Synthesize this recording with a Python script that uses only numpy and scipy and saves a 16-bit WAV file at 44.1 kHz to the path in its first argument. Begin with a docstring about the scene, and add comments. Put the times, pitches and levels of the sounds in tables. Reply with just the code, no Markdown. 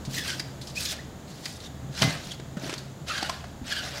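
"""A wet hand sweeps shredded bamboo shoots together in a plastic basin.
The strokes rasp as the shreds slip and tiny air pockets pop; wet skin sticks and slips on the plastic
and half squeaks. Shreds snap and drip, fingers bump the basin, and once it knocks on the wooden table.
Behind it all is a small kitchen with a short echo and a low hum."""
import sys
import numpy as np
from scipy import signal
from scipy.fft import rfft, irfft
from scipy.io import wavfile

SR = 44100
rng = np.random.default_rng(int(sys.argv[2]) if len(sys.argv) > 2 else 0)


def int16_out(signal):
    """Quantize to a 16-bit WAV file."""
    q = np.round(np.clip(np.atleast_2d(signal).T, -1, 1) * 32767)
    wavfile.write(sys.argv[1], SR, q.astype(np.int16))


N = 176400
T = np.arange(N) / SR


def hand_strokes():
    """Wet shreds dragged over the basin: many tiny slips and pops blend into a shaky rasp."""
    # one sweep a row: start/s, length/s, level/dB, rise/s, fade/s, drop over the length/dB,
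    # low edge/Hz, brightness/(dB per octave)
    sweeps = [(0.081, 0.1, -31.5, 0.076, 0.041, 3.5, 1800, 3),
              (0.221, 0.075, -29, 0.057, 0.065, 4, 1450, -1), (0.617, 0.093, -51, 0.027, .03, 2, 3600, 1),
              (0.726, 0.2, -31.5, 0.094, 0.012, 4, 1760, 2), (0.918, 0.052, -41, 0.014, .03, 7, 900, -4.5),
              (1.258, 0.19, -53, 0.028, 0.027, -0.5, 2800, -0.5),
              (1.418, .15, -44.5, 0.034, .04, 4.5, 2500, 1.5),
              (1.59, 0.081, -50, 0.045, 0.0063, -4.5, 2800, -2),
              (1.896, 0.14, -31, 0.15, 0.01, 1, 1190, -1), (2.023, 0.11, -34, 0.0095, 0.047, 0.5, 690, -2),
              (2.176, 0.17, -42.5, 0.099, 0.012, 6, 1500, 0.5),
              (2.569, 0.17, -37, 0.079, 0.086, 6, 350, -1), (3.051, 0.24, -32.5, .06, 0.081, 5, 1080, -2.5),
              (3.627, 0.18, -30, .1, 0.12, 9.5, 1300, -2), (3.815, 0.045, -42, 0.028, 0.05, -4, 500, -2),
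              (3.903, 0.11, -36.5, 0.092, .03, 4.5, 550, -1.5)]
    # tone colour of the rubbing: f/Hz, level/dB
    rasp_colour = [(200, -32), (600, 8.5), (1000, -5), (1600, 1.5), (2200, -2.5), (3200, -1), (4000, 1),
                   (4900, 0.5), (7000, -6), (9000, -10.5), (13000, -16), (14000, -18), (16000, -23)]
    slips = rms_one(random_clicks(per_s=3500, spread_db=-1, max_spreads=4))
    rasp = rms_one(flicker(slips + 0.84 * rng.standard_normal(N)))
    judder = from_db(1.4 * drift(rate_hz=51))
    friction = (rasp + 0.3 * air_pockets()) * judder
    out = np.zeros(N)
    for start, length, db, rise, fade, drop_db, edge_hz, tilt_db in sweeps:
        t = T - start
        swell = np.sin(np.pi / 2 * np.clip(t / rise, 0, 1)) ** 2
        release = np.exp(-np.maximum(t - length, 0) / fade)
        level = from_db(db - drop_db * np.clip(t / length, 0, 1))
        rub = rms_one(butter(coloured(friction, rasp_colour, tilt_db), edge_hz, "high"))
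        out += swell * release * level * rub
    return out


def air_pockets():
    """Tiny air pockets pop between the wet shreds, each ringing briefly at its own pitch."""
    pitches_hz = np.geomspace(1108, 9020, num=48)
    ring_cycles = 138  # swings until a pop has faded by 60 dB
    pops = random_clicks(per_s=900, spread_db=4.5, max_spreads=3)
    pitch_of_pop = rng.integers(0, len(pitches_hz), N)
    out = np.zeros(N)
    for k, hz in enumerate(pitches_hz):
        fade = from_db(-60 * hz / (ring_cycles * SR))
        turn = 2 * np.pi * hz / SR
        ring_filter = [turn, 0, -turn], [1, -2 * fade * np.cos(turn), fade * fade]
        out += signal.lfilter(*ring_filter, pops * (pitch_of_pop == k) + 1e-18)
    return rms_one(out)


def skin_squeaks():
    """Wet skin sticks and slips on the plastic: hoarse, sliding tones with two overtones."""
    # one squeak a row: start/s, length/s, first pitch/Hz, last pitch/Hz, level/dB,
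    # hoarse width/Hz, change per overtone/dB
    squeaks = [(0.16, 0.05, 1950, 1872, -34, 90, -16), (0.161, 0.088, 1780, 1694, -42.5, 50, 1),
               (0.259, 0.1, 1600, 1568, -41, 60, -2), (0.759, 0.035, 2390, 2674, -32, 39.7, -5),
               (0.829, 0.091, 1720, 1704, -49, 69.6, 0.5), (0.881, 0.044, 3480, 3460, -36, 110, -10),
               (0.981, 0.032, 1650, 2140, -44.5, 60, -7.5), (1.656, 0.021, 3690, 3600, -41, 131, -10),
               (2.305, 0.029, 3400, 3265, -37.5, 198, -3), (3.094, 0.036, 1320, 1316, -29.5, 60.3, -8),
               (3.113, .11, 1704, 1506, -37.5, 70, -2.5), (3.198, .09, 1480, 1415, -43, 70, -0.5),
               (3.709, 0.028, 1640, 1643, -29.5, 70, -3), (3.689, 0.096, 1474, 1434, -42, 60, 2),
               (3.747, 0.079, 1680, 1409, -36, 80, -1.5)]
    out = np.zeros(N)
    for start, length, first_hz, last_hz, db, width_hz, overtone_db in squeaks:
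        progress = np.linspace(0, 1, int(length * SR))
        phase = 2 * np.pi * np.cumsum(first_hz + (last_hz - first_hz) * progress) / SR
        for k in (1, 2, 3):
            # slow noise shakes the tone and makes it hoarse
            shake = butter(rng.standard_normal((2, SR // 2)), width_hz * np.sqrt(k), "low")
            shake = shake[:, SR // 8:SR // 8 + len(progress)]
            tone = rms_one(shake[0] * np.cos(k * phase) + shake[1] * np.sin(k * phase))
            add(out, start, from_db(db + (k - 1) * overtone_db) * np.sin(np.pi * progress) * tone)
    return butter(out, 5000, "low")


def shred_snaps():
    """Shreds snap and drip: each is a very short wet crackle with one ringing pitch."""
    # one snap a row: t/s, level/dB, ring pitch/Hz, ring strength/ratio, low edge/Hz, fade/s
    snaps = [(0.05, -39.5, 4450, .6, 3620, 0.018), (0.182, -31, 3480, 1.2, 1700, 0.0099),
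             (0.301, -30.5, 3080, 1.1, 2000, .004), (0.395, -32.5, 4840, 2.1, 3750, 0.0072),
             (0.397, -35.5, 2210, 3.2, 7000, 0.0052), (0.613, -39, 4100, 1.05, 3670, 0.013),
             (0.671, -39.5, 5000, 0.9, 3730, 0.018), (0.698, -44.5, 3830, 1.2, 3500, .008),
             (0.756, -39.5, 5000, 1.6, 3200, .008), (0.851, -30.5, 4900, 1.2, 3500, 0.011),
             (1.455, -30.5, 4800, 1.34, 1990, 0.0056), (1.458, -38, 2030, 2.3, 1500, .006),
             (1.602, -43.5, 4050, 1.8, 2980, 0.0059), (2.27, -36.5, 3660, 0.57, 600, 0.003),
             (2.317, -35, 3300, 0.54, 3400, 0.0068), (2.398, -43, 1730, 1.1, 400, 0.0051),
             (2.569, -44.5, 1490, 1.8, 400, 0.011), (2.596, -49, 6260, 1.3, 4000, 0.0042),
             (2.654, -44, 5000, 1.2, 3000, 0.0032), (2.694, -32.5, 1650, 0.59, 500, 0.013),
             (2.727, -36.5, 2520, 1.15, 1200, 0.007), (2.738, -28, 1610, 0.26, 1200, 0.0042),
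             (2.779, -39, 4500, 1.1, 3000, 0.011), (3.082, -33.5, 3100, 0.7, 1490, 0.012),
             (3.178, -36.5, 3340, 2.2, 2500, 0.0037), (3.228, -25.5, 4760, 0.85, 700, 0.0033),
             (3.295, -25, 2630, .6, 800, 0.0055), (3.441, -45.5, 1400, 2.4, 600, 0.0065),
             (3.723, -30, 3270, 0.61, 2000, 0.0062), (3.852, -38, 4020, 1, 2500, .006)]
    rise_s, ring_width_hz = 0.0013, 450
    out, t = np.zeros(N), T[:8192]
    for start, db, ring_hz, ring_strength, edge_hz, fade in snaps:
        hiss = butter(rng.standard_normal(len(t)), edge_hz, "high")
        crackle = rms_one(butter(hiss, 6630, "low"))
        ring = noise_band(ring_hz - ring_width_hz / 2, ring_hz + ring_width_hz / 2)
        shape = np.minimum(t / rise_s, 1) * np.exp(-np.maximum(t - rise_s, 0) / fade)
        add(out, start, from_db(db) * shape * (crackle + ring_strength * ring))
    return butter(out, 9100, "low", order=1)


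def finger_bumps():
    """Fingers bump the basin: soft thuds that die quickly, with a little scuff."""
    # one bump a row: t/s, level/dB, f/Hz, time to fade by 60 dB/s
    bumps = [(0.075, -25, 135.8, 0.25), (0.082, -28.5, 262, 0.048), (0.179, -29, 305, 0.045),
             (0.399, -32.5, 327, 0.046), (1.843, -30.5, 137, 0.3), (1.894, -30, 136, 0.28),
             (2.269, -29, 130.6, 0.17), (2.397, -20.5, 386, 0.015), (2.569, -20.5, 183, 0.052),
             (2.571, -37, 600, 0.1), (2.618, -35.5, 640, 0.092), (2.635, -24.5, 270, 0.043),
             (2.658, -27.5, 370, 0.04), (2.693, -19.5, 340, 0.021), (2.728, -20.5, 367, 0.02),
             (3.015, -30.5, 140, .12), (3.226, -15, 760, 0.022), (3.227, -22, 317, 0.029),
             (3.293, -17, 688, 0.025), (3.297, -16.5, 1044, .025), (3.44, -30.5, 710, 0.03),
             (3.613, -25.5, 247, 0.075), (3.615, -34.5, 76.4, 0.23)]
    rise_s = 0.0025
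    out, t = np.zeros(N), T[:8192]
    for start, db, hz, ring_s in bumps:
        scuff = butter(noise_band(hz / 2, hz * 2), 2 * hz, "low")
        thud = np.sin(2 * np.pi * hz * t) + 0.29 * scuff
        add(out, start, from_db(db - 60 * t / ring_s) * np.minimum(t / rise_s, 1) * thud)
    return out


def basin_knock():
    """The basin scuffs, lands and rocks on the table: each touch cracks and sets it ringing."""
    # one touch a row: t/s, crack level/dB, crack centre/Hz, thud level/dB
    touches = [(2.015, -28, 4500, -31), (2.0199, -10.5, 3860, -22), (2.025, -21, 3300, -36),
               (2.0287, -17.5, 1820, -26), (2.044, -36, 4000, -25.5), (2.0502, -40, 694, -24),
               (2.0764, -39, 1800, -24)]
    # tones of the basin on the table: f/Hz, level/dB, time to fade by 60 dB/s
    basin_tones = [(114, -15, .13), (132.3, 1, 0.16), (158.6, -1, 0.12), (199, -2, 0.07), (258, -4.5, .15),
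                   (406, -14, .05), (671, -13, 0.095), (760, -14, 0.11), (1070, -14, 0.07),
                   (2050, -8, 0.23), (2140, -18.5, .26), (2692, -23, .15), (3050, -15, .1),
                   (4750, -19, .22)]
    rise_s, fade_s, width_ratio = 0.0003, 0.0048, 1.34
    out, t = np.zeros(N), T[:SR]
    crack_shape = np.minimum(t / rise_s, 1) * np.exp(-t / fade_s)
    for start, crack_db, crack_hz, thud_db in touches:
        bright = noise_band(crack_hz / width_ratio, crack_hz * width_ratio, size=SR)
        crack = butter(bright, 6630, "low") + 0.48 * noise_band(200, 800, size=SR)
        thud = sum(from_db(db + rng.normal(0, 1) - 60 * t / ring_s) * np.sin(2 * np.pi * hz * t)
                   for hz, db, ring_s in basin_tones)
        add(out, start, from_db(crack_db) * crack * crack_shape + from_db(thud_db) * thud)
    return butter(out, 87, "high")


def kitchen_echo(sound):
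    """The small room answers with a short, slightly dull wash of echoes."""
    echo_db, delay_s, ring_s = -14, 0.008, 0.51
    t = T[:SR]
    dull_noise = butter(rng.standard_normal(SR), 6400, "low", order=1)
    tail = dull_noise * from_db(-60 * t / ring_s) * (t > delay_s)
    return from_db(echo_db) * signal.fftconvolve(sound, tail / np.linalg.norm(tail))[:N]


def kitchen_hum():
    """A low rumble with faint hiss, and two wavering hum tones."""
    # tone colour of the rumble and hiss: f/Hz, level/dB
    rumble_colour = [(25, -19), (40, -4.5), (58, -8), (75, 0), (100, -0.5), (135, 3), (195, 0), (250, -3.5),
                     (450, -10.5), (650, -10), (1000, -16.5), (1800, -21), (2500, -26.5), (3500, -24),
                     (5700, -30.5), (6900, -22.5), (8500, -35), (15500, -38.5)]
    # their slowly changing loudness: t/s, level/dB
    rumble_levels = [(0, -40.5), (1.3, -42.5), (1.9, -42.5), (2.5, -42.5), (2.8, -43.5), (3.5, -43),
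                     (4, -44)]
    level = from_db(np.interp(T, *np.transpose(rumble_levels)))
    out = level * coloured(rng.standard_normal(N), rumble_colour)
    for hz, db in (74, -51), (133.5, -49.5):
        waver = drift(rate_hz=1) + 1j * drift(rate_hz=1)  # moves both loudness and pitch
        out += from_db(db) * rms_one(np.real(waver * np.exp(2j * np.pi * hz * T)))
    return out


def flicker(x, depth_db=2.5, rate_hz=21):
    """Let every quarter octave of a sound swell and fade by itself."""
    band_position = 4 * np.log2(np.clip(np.fft.rfftfreq(N, 1 / SR), 500, 16000) / 500)
    spectrum, out = rfft(x), np.zeros(N)
    for k in range(21):
        band = irfft(spectrum * np.maximum(1 - abs(band_position - k), 0), N)
        out += band * from_db(depth_db * np.clip(drift(rate_hz), -2, 2))
    return out


def random_clicks(per_s, spread_db, max_spreads):
    """Clicks at random times and of random strength."""
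    clicks = (rng.random(N) < per_s / SR) * rng.choice([-1, 1], N)
    return clicks * from_db(spread_db * np.minimum(rng.exponential(1, N), max_spreads))


def from_db(db):
    """Turn decibels into a number to multiply by."""
    return 10 ** (np.asarray(db) / 20)


def rms_one(x):
    """Scale a sound to an average strength (rms) of 1."""
    return x / np.sqrt(np.mean(x ** 2) + 1e-20)


def butter(x, hz, kind, order=2):
    """Filter a sound, keeping its "low" part, its "high" part or a "band"."""
    sections = signal.butter(order, np.clip(hz, 10, .45 * SR), kind, fs=SR, output="sos")
    return signal.sosfilt(sections, x)


def coloured(x, colour, tilt_db=0):
    """Give a sound a tone colour, brighter by tilt_db each octave; strength 1."""
    octave = np.log2(np.maximum(np.fft.rfftfreq(len(x), 1 / SR), 1))
    hz, db = np.transpose(colour)
    gain = from_db(np.interp(octave, np.log2(hz), db) + tilt_db * octave)
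    return rms_one(irfft(rfft(x) * gain, len(x)))


def drift(rate_hz):
    """A smooth random wobble of strength 1."""
    smoothing = 1 + (np.fft.rfftfreq(N, 1 / SR) / rate_hz) ** 2
    return rms_one(irfft(rfft(rng.standard_normal(N)) / smoothing, N))


def noise_band(low_hz, high_hz, size=8192):
    """A short piece of noise, mostly between two pitches; strength 1."""
    return rms_one(butter(rng.standard_normal(size), [low_hz, high_hz], "band", order=1))


def add(out, start_s, sound):
    """Mix a sound in at a given time."""
    i = int(np.clip(start_s * SR, 0, N - 1))
    out[i:i + len(sound)] += sound[:N - i]


def scene():
    """Hand and basin in the kitchen, the same on the left and the right."""
    basin = hand_strokes() + skin_squeaks() + shred_snaps() + finger_bumps() + basin_knock()
    return np.tile(basin + kitchen_echo(basin) + kitchen_hum(), (2, 1))


def record(dry):
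    """Cut off the very highest treble steeply."""
    top_hz = 15750
    return signal.sosfilt(signal.ellip(12, .1, 90, top_hz, fs=SR, output="sos"), dry)


dry = scene()
out = record(dry)
int16_out(out)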